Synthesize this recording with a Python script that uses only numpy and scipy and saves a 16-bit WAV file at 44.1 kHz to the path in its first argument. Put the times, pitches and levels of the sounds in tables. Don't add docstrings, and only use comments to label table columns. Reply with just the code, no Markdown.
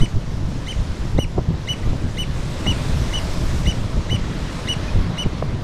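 import sys
import numpy as np
from scipy import signal
from scipy.io import wavfile
from scipy.ndimage import uniform_filter1d

SR = 44100
rng = np.random.default_rng(int(sys.argv[2]) if len(sys.argv) > 2 else 0)


def master(y):
    cut = np.clip(np.atleast_2d(y).T, -1, 1)
    pcm = np.round(cut * 32767)
    wavfile.write(sys.argv[1], SR, pcm.astype(np.int16))


def volts_from_db(level):
    exponent = np.asarray(level, float) / 20
    return 10 ** exponent


N = 248283

# (time [s], body level [dB], spray against body [dB])
SURF_SWELL = [(0.0, -40.5, -10.5), (0.14, -45, -13), (0.4, -44.5, -12.5), (0.74, -42.5, -12),
              (1.08, -42.5, -12.5), (1.25, -47.5, -11), (1.52, -44.5, -16.5), (1.72, -42, -12.5),
              (2.13, -43, -11.5), (2.79, -37, -11.5), (3.3, -37.5, -10), (3.57, -38, -10.5),
              (3.93, -40.5, -14), (4.14, -39.5, -15.5), (4.58, -38, -13), (4.85, -37.5, -15.5),
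              (5.2, -39.5, -18.5), (5.63, -42.5, -16.5)]
# (frequency [Hz], density [dB per Hz])
SURF_BODY = [(60, -25), (200, 9.5), (350, 3), (450, 1), (610, 3.5), (720, -5.5), (1000, -2), (1600, -6),
             (2100, -7), (2350, -9), (4000, -11), (7000, -25)]
SURF_SPRAY = [(1500, -20), (3000, -5), (5200, 1.5), (7700, -3.5), (10000, -11.5), (12000, -22.5),
              (15000, -42)]
SURF_SPARKLE = [(8000, -10), (10500, -1), (12000, -3.5), (14000, -8), (15600, -12)]
# (time [s], length [s], rumble level [dB], flutter level [dB])
GUSTS = [(0.026, 0.031, -10, -18.5), (0.167, 0.025, -12.5, -20.5), (0.384, 0.24, -24, -27),
         (0.554, 0.037, -23.5, -24.5), (0.805, 0.052, -20, -26.5), (.91, 0.02, -13, -38),
         (1.058, 0.064, -20, -26.5), (1.167, 0.045, -16.5, -18), (1.247, 0.032, -21.5, -23.5),
         (1.389, 0.042, -23, -18), (1.512, 0.074, -41, -20), (1.885, 0.062, -18.5, -24),
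         (1.94, 0.062, -26.5, -22.5), (2.051, 0.056, -23.5, -19.5), (2.384, 0.45, -26.5, -30),
         (2.696, 0.1, -21.5, -20), (2.945, 0.19, -20, -22.5), (3.157, .2, -24.5, -35),
         (3.496, 0.28, -21, -26), (3.674, 0.034, -14, -18.5), (3.81, 0.11, -23.5, -26.5),
         (3.978, 0.065, -16.5, -24), (4.133, 0.049, -22, -17.5), (4.179, 0.02, -18, -35),
         (4.25, .12, -40, -24), (4.398, 0.39, -30.5, -31), (4.795, .15, -26, -28),
         (4.98, 0.05, -10.5, -20.5), (5.072, .1, -42, -23), (5.265, 0.019, -11, -23)]
LATE_BREEZE = (5.5, 0.22, -27, -23.5)
# (rumble level [dB], flutter level [dB])
LULL_DB = (-31, -30)
# (frequency [Hz], density [dB per Hz])
WIND_RUMBLE = [(8, 4.5), (22, -1.5), (50, -1.5), (85, -5.5), (130, -16.5), (300, -49)]
WIND_FLUTTER = [(50, -30), (95, 2.5), (140, -2.5), (200, -10), (320, -18.5), (600, -35.5), (1200, -54)]
WIND_ROAR = [(150, -31), (300, -9), (500, -18.5), (900, -17), (1600, -36), (2500, -58)]
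# (time [s], peak level [dB], centre frequency [Hz])
EDDY_POPS = [(0.0271, -27, 200), (.034, -14, 167), (1.179, -11.5, 89.5), (1.1856, -15, 380),
             (1.1895, -9.5, 483), (1.189, -9, 397), (1.3793, -16, 426), (1.3822, -14, 423),
             (1.3847, -10, 254), (1.39, -17, 452), (1.393, -21.5, 400), (1.507, -23, 250),
             (1.875, -19.5, 302), (1.933, -20, 300), (2.666, -18, 605), (2.671, -20, 545),
             (3.969, -19.5, 233), (4.13, -16, 259), (4.958, -19, 220), (5.258, -20, 148),
             (5.263, -15.5, 220), (5.334, -22, 190), (5.4253, -15, 640), (5.427, -12.5, 420)]
# (time [s], length [s], start pitch [Hz], end pitch [Hz], level [dB])
FAR_CALLS = [
    (1.83, 0.011, 1860, 2100, -40),
    (4.88, 0.019, 2430, 2540, -36.5),
]
# (delay [s], level [dB])
ROCK_ECHOES = [
    (.009, -23),
    (0.011, -15.5),
    (0.022, -22),
    (.029, -18),
    (0.039, -23),
]
# (held note starts [s], held length [s], hitch after start [s], scoop length [s])
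WHISTLES = [(.014, .043, .0205, .016), (.682, .042, .0185, .021), (1.191, .052, .0225, .016),
            (1.687, .049, .0325, .018), (2.183, .052, .0285, .016), (2.668, .055, .0315, .013),
            (3.135, .057, .0295, .012), (3.668, .053, .0345, .013), (4.106, .057, .0295, .015),
            (4.685, .054, .0340, .014), (5.181, .055, .0325, .013)]
# (pitch [Hz], level [dB])
HELD_NOTES = [(3010, -30), (3060, -31), (2964, -29.5), (2974, -22.5), (2985, -26), (2959, -20.5),
              (2985, -25), (2973, -26), (2990, -25.5), (2956, -21), (2970, -25)]
# (scoop level [dB], arch depth [share], hitch height [Hz],
#          level after hitch against held [dB], third partial level [dB])
MANNERS = [(-36, 0.68, 13, -5, -45), (-34, 1, 150, 0, -48.5), (-32.5, 1.12, 99, -3, -46.5),
           (-30, .8, 22, -5, -48), (-32, 1.09, 53, -2.5, -45.5), (-28, 1.05, 85, -5.5, -48),
           (-29.5, 1.06, 170, -3, -48), (-29, 1.22, 70, -5, -47.5), (-32, 0.98, 120, -5, -50),
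           (-30.5, 1.2, 64, -5.5, -42), (-33, 1.11, 123, -3, -46.5)]
# (level before swell against held [dB], top partials [dB], octave [dB], scoop octave level [dB])
COLOURS = [(-2, -7, 0.1, -35), (-2, -6, -2.1, -36.5), (-4, 2.5, 1, -35), (-3.5, 2.1, 0.6, -36),
           (-4, 3, -0.3, -36), (-5, 5, -2.5, -37), (-3.5, -1.1, 1.5, -37), (-3, 2.1, 2, -35),
           (-5, 0.1, -1.5, -37), (-5, -2.1, 0.3, -31), (-3.5, -1.1, 0.5, -35)]
# (start [Hz], middle [Hz], end [Hz])
SCOOP_HZ = (1736, 2033, 2220)
# (start [dB], middle [dB], end [dB])
SCOOP_PARTIALS = [(-16, -1.5, 0), (0, -5, -25), (-30, -15, -18), (-17, -23, -30)]
# (start [Hz], middle [Hz], end [Hz])
DROP_HZ = (2720, 2330, 2060)
# (start [dB], middle [dB], end [dB])
DROP_PARTIALS = [(5.5, -6.5, 9.5), (-8, -21, -30)]
# jump, settled, middle, before hitch, hitch, after hitch,
# recovered, letting go, end. Pitch bend [Hz], then partial levels [dB]
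BEND_HZ = (-165, -41, -4, 3, 5, -13, -43, -115, -250)
NOTE_DB = (-1.5, 1.5, 1.2, -0.8, -2.5, -1.5, 3.5, -5, -4)
OCTAVE_DB = (-41, -38.5, -39, -43, -36.5, -42, -37, -38, -47)
THIRD_DB = (0, 1.5, -2, -1, -1, -4, -0.5, 2.1, 0)

SETTLE_S, HITCH_UP_S, HITCH_DOWN_S, LET_GO_S = 0.007, 0.0025, 0.005, 0.006
OVERLAP_S = 0.0015


def evened(x):
    return x / np.sqrt(np.mean(x ** 2) + 1e-20)


def add(mix, s, sound):
    part = mix[max(round(s * SR), 0):][:len(sound)]
    part += sound[:len(part)]


def along(table, column):
    rows = np.array(table)
    return np.interp(np.arange(N) / SR, rows[:, 0], rows[:, column])


def noise(colour, size, patchy_db, patch_hz, patch_s, flicker_db):
    hop = size // 4
    hz = np.fft.rfftfreq(size, 1 / SR)
    frames = N // hop + 5
    real, imaginary, patches = rng.standard_normal((frames, len(hz), 3)).T
    patches = uniform_filter1d(patches, max(int(patch_hz * size / SR), 1), axis=0)
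    patches = evened(uniform_filter1d(patches, max(int(patch_s * SR / hop), 1), axis=1))
    colour_hz, colour_db = np.transpose(colour)
    tilt_db = np.interp(np.log(hz + 1), np.log(colour_hz), colour_db, left=-150, right=-150)[:, None]
    flicker = flicker_db * rng.standard_normal(frames)
    spectra = (real + 1j * imaginary) * volts_from_db(tilt_db + patchy_db * patches + flicker)
    return evened(signal.istft(spectra, nperseg=size, noverlap=size - hop)[1][:N])


def surf():
    body = noise(SURF_BODY, size=512, patchy_db=1.0, patch_hz=500, patch_s=0.074, flicker_db=0.7)
    spray = noise(SURF_SPRAY, size=512, patchy_db=1.4, patch_hz=1500, patch_s=0.11, flicker_db=0.94)
    sparkle = noise(SURF_SPARKLE, size=512, patchy_db=2.5, patch_hz=2500, patch_s=0.04, flicker_db=1.0)
    body_db = along(SURF_SWELL, column=1)
    spray_db = body_db + along(SURF_SWELL, column=2)
    over_db = spray_db + 53
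    sparkle_db = -71.5 + np.maximum(1.6 * over_db, 0.66 * over_db)
    return volts_from_db(body_db + 6.0) * body + volts_from_db(spray_db + 6.5) * spray + volts_from_db(sparkle_db + 7.5) * sparkle


def gusting():
    t = np.arange(0, N / SR + 0.002, 0.001)
    s, length_s, *peaks_db = np.transpose([*GUSTS, LATE_BREEZE])
    bells = np.exp(-(2 * (t[:, None] - s) / length_s) ** 2 / 2)
    levels_db = []
    for lull_db, peak_db in zip(LULL_DB, peaks_db):
        level = np.sqrt(volts_from_db(lull_db) ** 2 + bells ** 2 @ volts_from_db(peak_db) ** 2)
        levels_db.append(np.interp(np.arange(N) / SR, t, 20 * np.log10(level)))
    return levels_db


def steadied(x, span_s, share):
    power = abs(uniform_filter1d(x ** 2, round(span_s * SR)))
    return evened(x / (power + 0.05) ** (share / 2))


def eddy_pop(hz):
    u = 2 * np.pi * hz * np.arange(-0.015, 0.015, 1 / SR)
    rounded = 1.65 * u * np.exp(-u ** 2 / 2)
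    edge = 1.1 * u * np.exp(-2.2 * abs(u))
    return -(rounded + edge)


def wind():
    rumble = noise(WIND_RUMBLE, size=4096, patchy_db=1.4, patch_hz=40, patch_s=0.05, flicker_db=2.0)
    flutter = noise(WIND_FLUTTER, size=1024, patchy_db=3.0, patch_hz=200, patch_s=0.015, flicker_db=1.0)
    roar = noise(WIND_ROAR, size=256, patchy_db=1.5, patch_hz=800, patch_s=0.006, flicker_db=3.0)
    rumble_db, flutter_db = gusting()
    out = volts_from_db(rumble_db + 0.6) * steadied(rumble, span_s=0.096, share=0.29)
    out += volts_from_db(flutter_db + 0.17) * steadied(flutter, span_s=0.1, share=0.27)
    out += volts_from_db(0.4 * (flutter_db + 18.0) - 39.5) * roar
    for s, peak_db, hz in EDDY_POPS:
        add(out, s - 0.015, volts_from_db(peak_db) * eddy_pop(hz))
    return out


def tone(hz, partial_db):
    turns = 2 * np.pi * np.cumsum(hz) / SR
    air = uniform_filter1d(rng.standard_normal((5, 4000)), size=130, axis=1)
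    air = evened(uniform_filter1d(air, size=130, axis=1))[:, :len(hz)]
    x = np.zeros(len(hz))
    for k, db in enumerate(partial_db, start=1):
        shimmer_db = 1.1 * (k - 0.5) * air[k - 1]
        x += volts_from_db(db + shimmer_db) * np.sin(k * turns)
    soft_ends = signal.windows.tukey(len(hz), min(0.0045 * SR / len(hz), 1))
    return np.sqrt(2) * x * soft_ends


def glide(length_s, hz, partial_db):
    u = np.linspace(0, 1, round(length_s * SR))
    pitch, *levels = (np.interp(u, np.linspace(0, 1, len(v)), v) for v in [hz, *partial_db])
    return tone(pitch, levels)


def distant_bird():
    out = np.zeros(N)
    for s, length_s, from_hz, to_hz, db in FAR_CALLS:
        add(out, s, glide(length_s, (from_hz, to_hz), [(db, db)]))
    return out


def rock_reflections(x):
    taps = np.zeros(SR // 20)
    for delay_s, db in ROCK_ECHOES:
        taps[round(delay_s * SR)] = volts_from_db(db)
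    return signal.lfilter(*signal.butter(2, 5000, fs=SR), signal.oaconvolve(x, taps)[:N])


def held_note(length_s, hitch_s, hz, db, arch, hitch_hz, late_db, third_db, early_db, edge_db, reedy_db):
    after_s, go_s = hitch_s + HITCH_DOWN_S, length_s - LET_GO_S
    moments = [0, SETTLE_S, (SETTLE_S + hitch_s) / 2, hitch_s - HITCH_UP_S, hitch_s,
               after_s, (after_s + go_s) / 2, go_s, length_s]
    moments = np.maximum.accumulate(moments)
    t = np.arange(-0.001, length_s + 0.002, 1 / SR)
    step = np.arange(9)
    hitch, late, early = step == 4, step >= 4, step < 2
    pitch = np.interp(t, moments, hz + arch * np.array(BEND_HZ) + hitch_hz * hitch)
    note_db = np.interp(t, moments, db + np.array(NOTE_DB) + late_db * late + early_db * early)
    effort_db = 0.65 * (db + 25)
    octave_db = np.interp(t, moments, effort_db + reedy_db + np.array(OCTAVE_DB))
    upper_db = np.interp(t, moments, third_db + np.array(THIRD_DB))
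    thinning_db = 3.9 * np.linspace(-1, 1, len(t)) ** 6
    bright_db = uniform_filter1d(upper_db, size=300) - thinning_db + edge_db
    return tone(pitch, [note_db, octave_db, upper_db, bright_db - 10.5, bright_db - 30])


def shorebird():
    out = np.zeros(N)
    for timing, (hz, db), (scoop_db, *manner), (*colour, scoop_octave_db) in zip(
            WHISTLES, HELD_NOTES, MANNERS, COLOURS):
        s, length_s, hitch_s, scoop_s = timing
        add(out, s - 0.001, held_note(length_s, hitch_s, hz, db, *manner, *colour))
        scoop_base = np.array([[scoop_db], [scoop_octave_db], [scoop_db], [scoop_db]])
        scoop = glide(scoop_s, SCOOP_HZ, scoop_base + np.array(SCOOP_PARTIALS))
        add(out, s - scoop_s + OVERLAP_S, scoop)
        drop = glide(0.0088, DROP_HZ, -34.5 + np.array(DROP_PARTIALS))
        add(out, s + length_s - OVERLAP_S, drop)
    return out


def scene():
    background = surf() + wind()
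    calls = distant_bird() + shorebird()
    return (background + calls + rock_reflections(calls))[None]


def top_cut(x):
    return signal.sosfilt(signal.butter(12, 15740, fs=SR, output="sos"), x)


def record(dry):
    lowpass = signal.firwin(511, 15890, window=("kaiser", 9), fs=SR)
    limited = signal.oaconvolve(dry, lowpass[None], "same")
    return top_cut(limited)


dry = scene()
out = record(dry)
master(out)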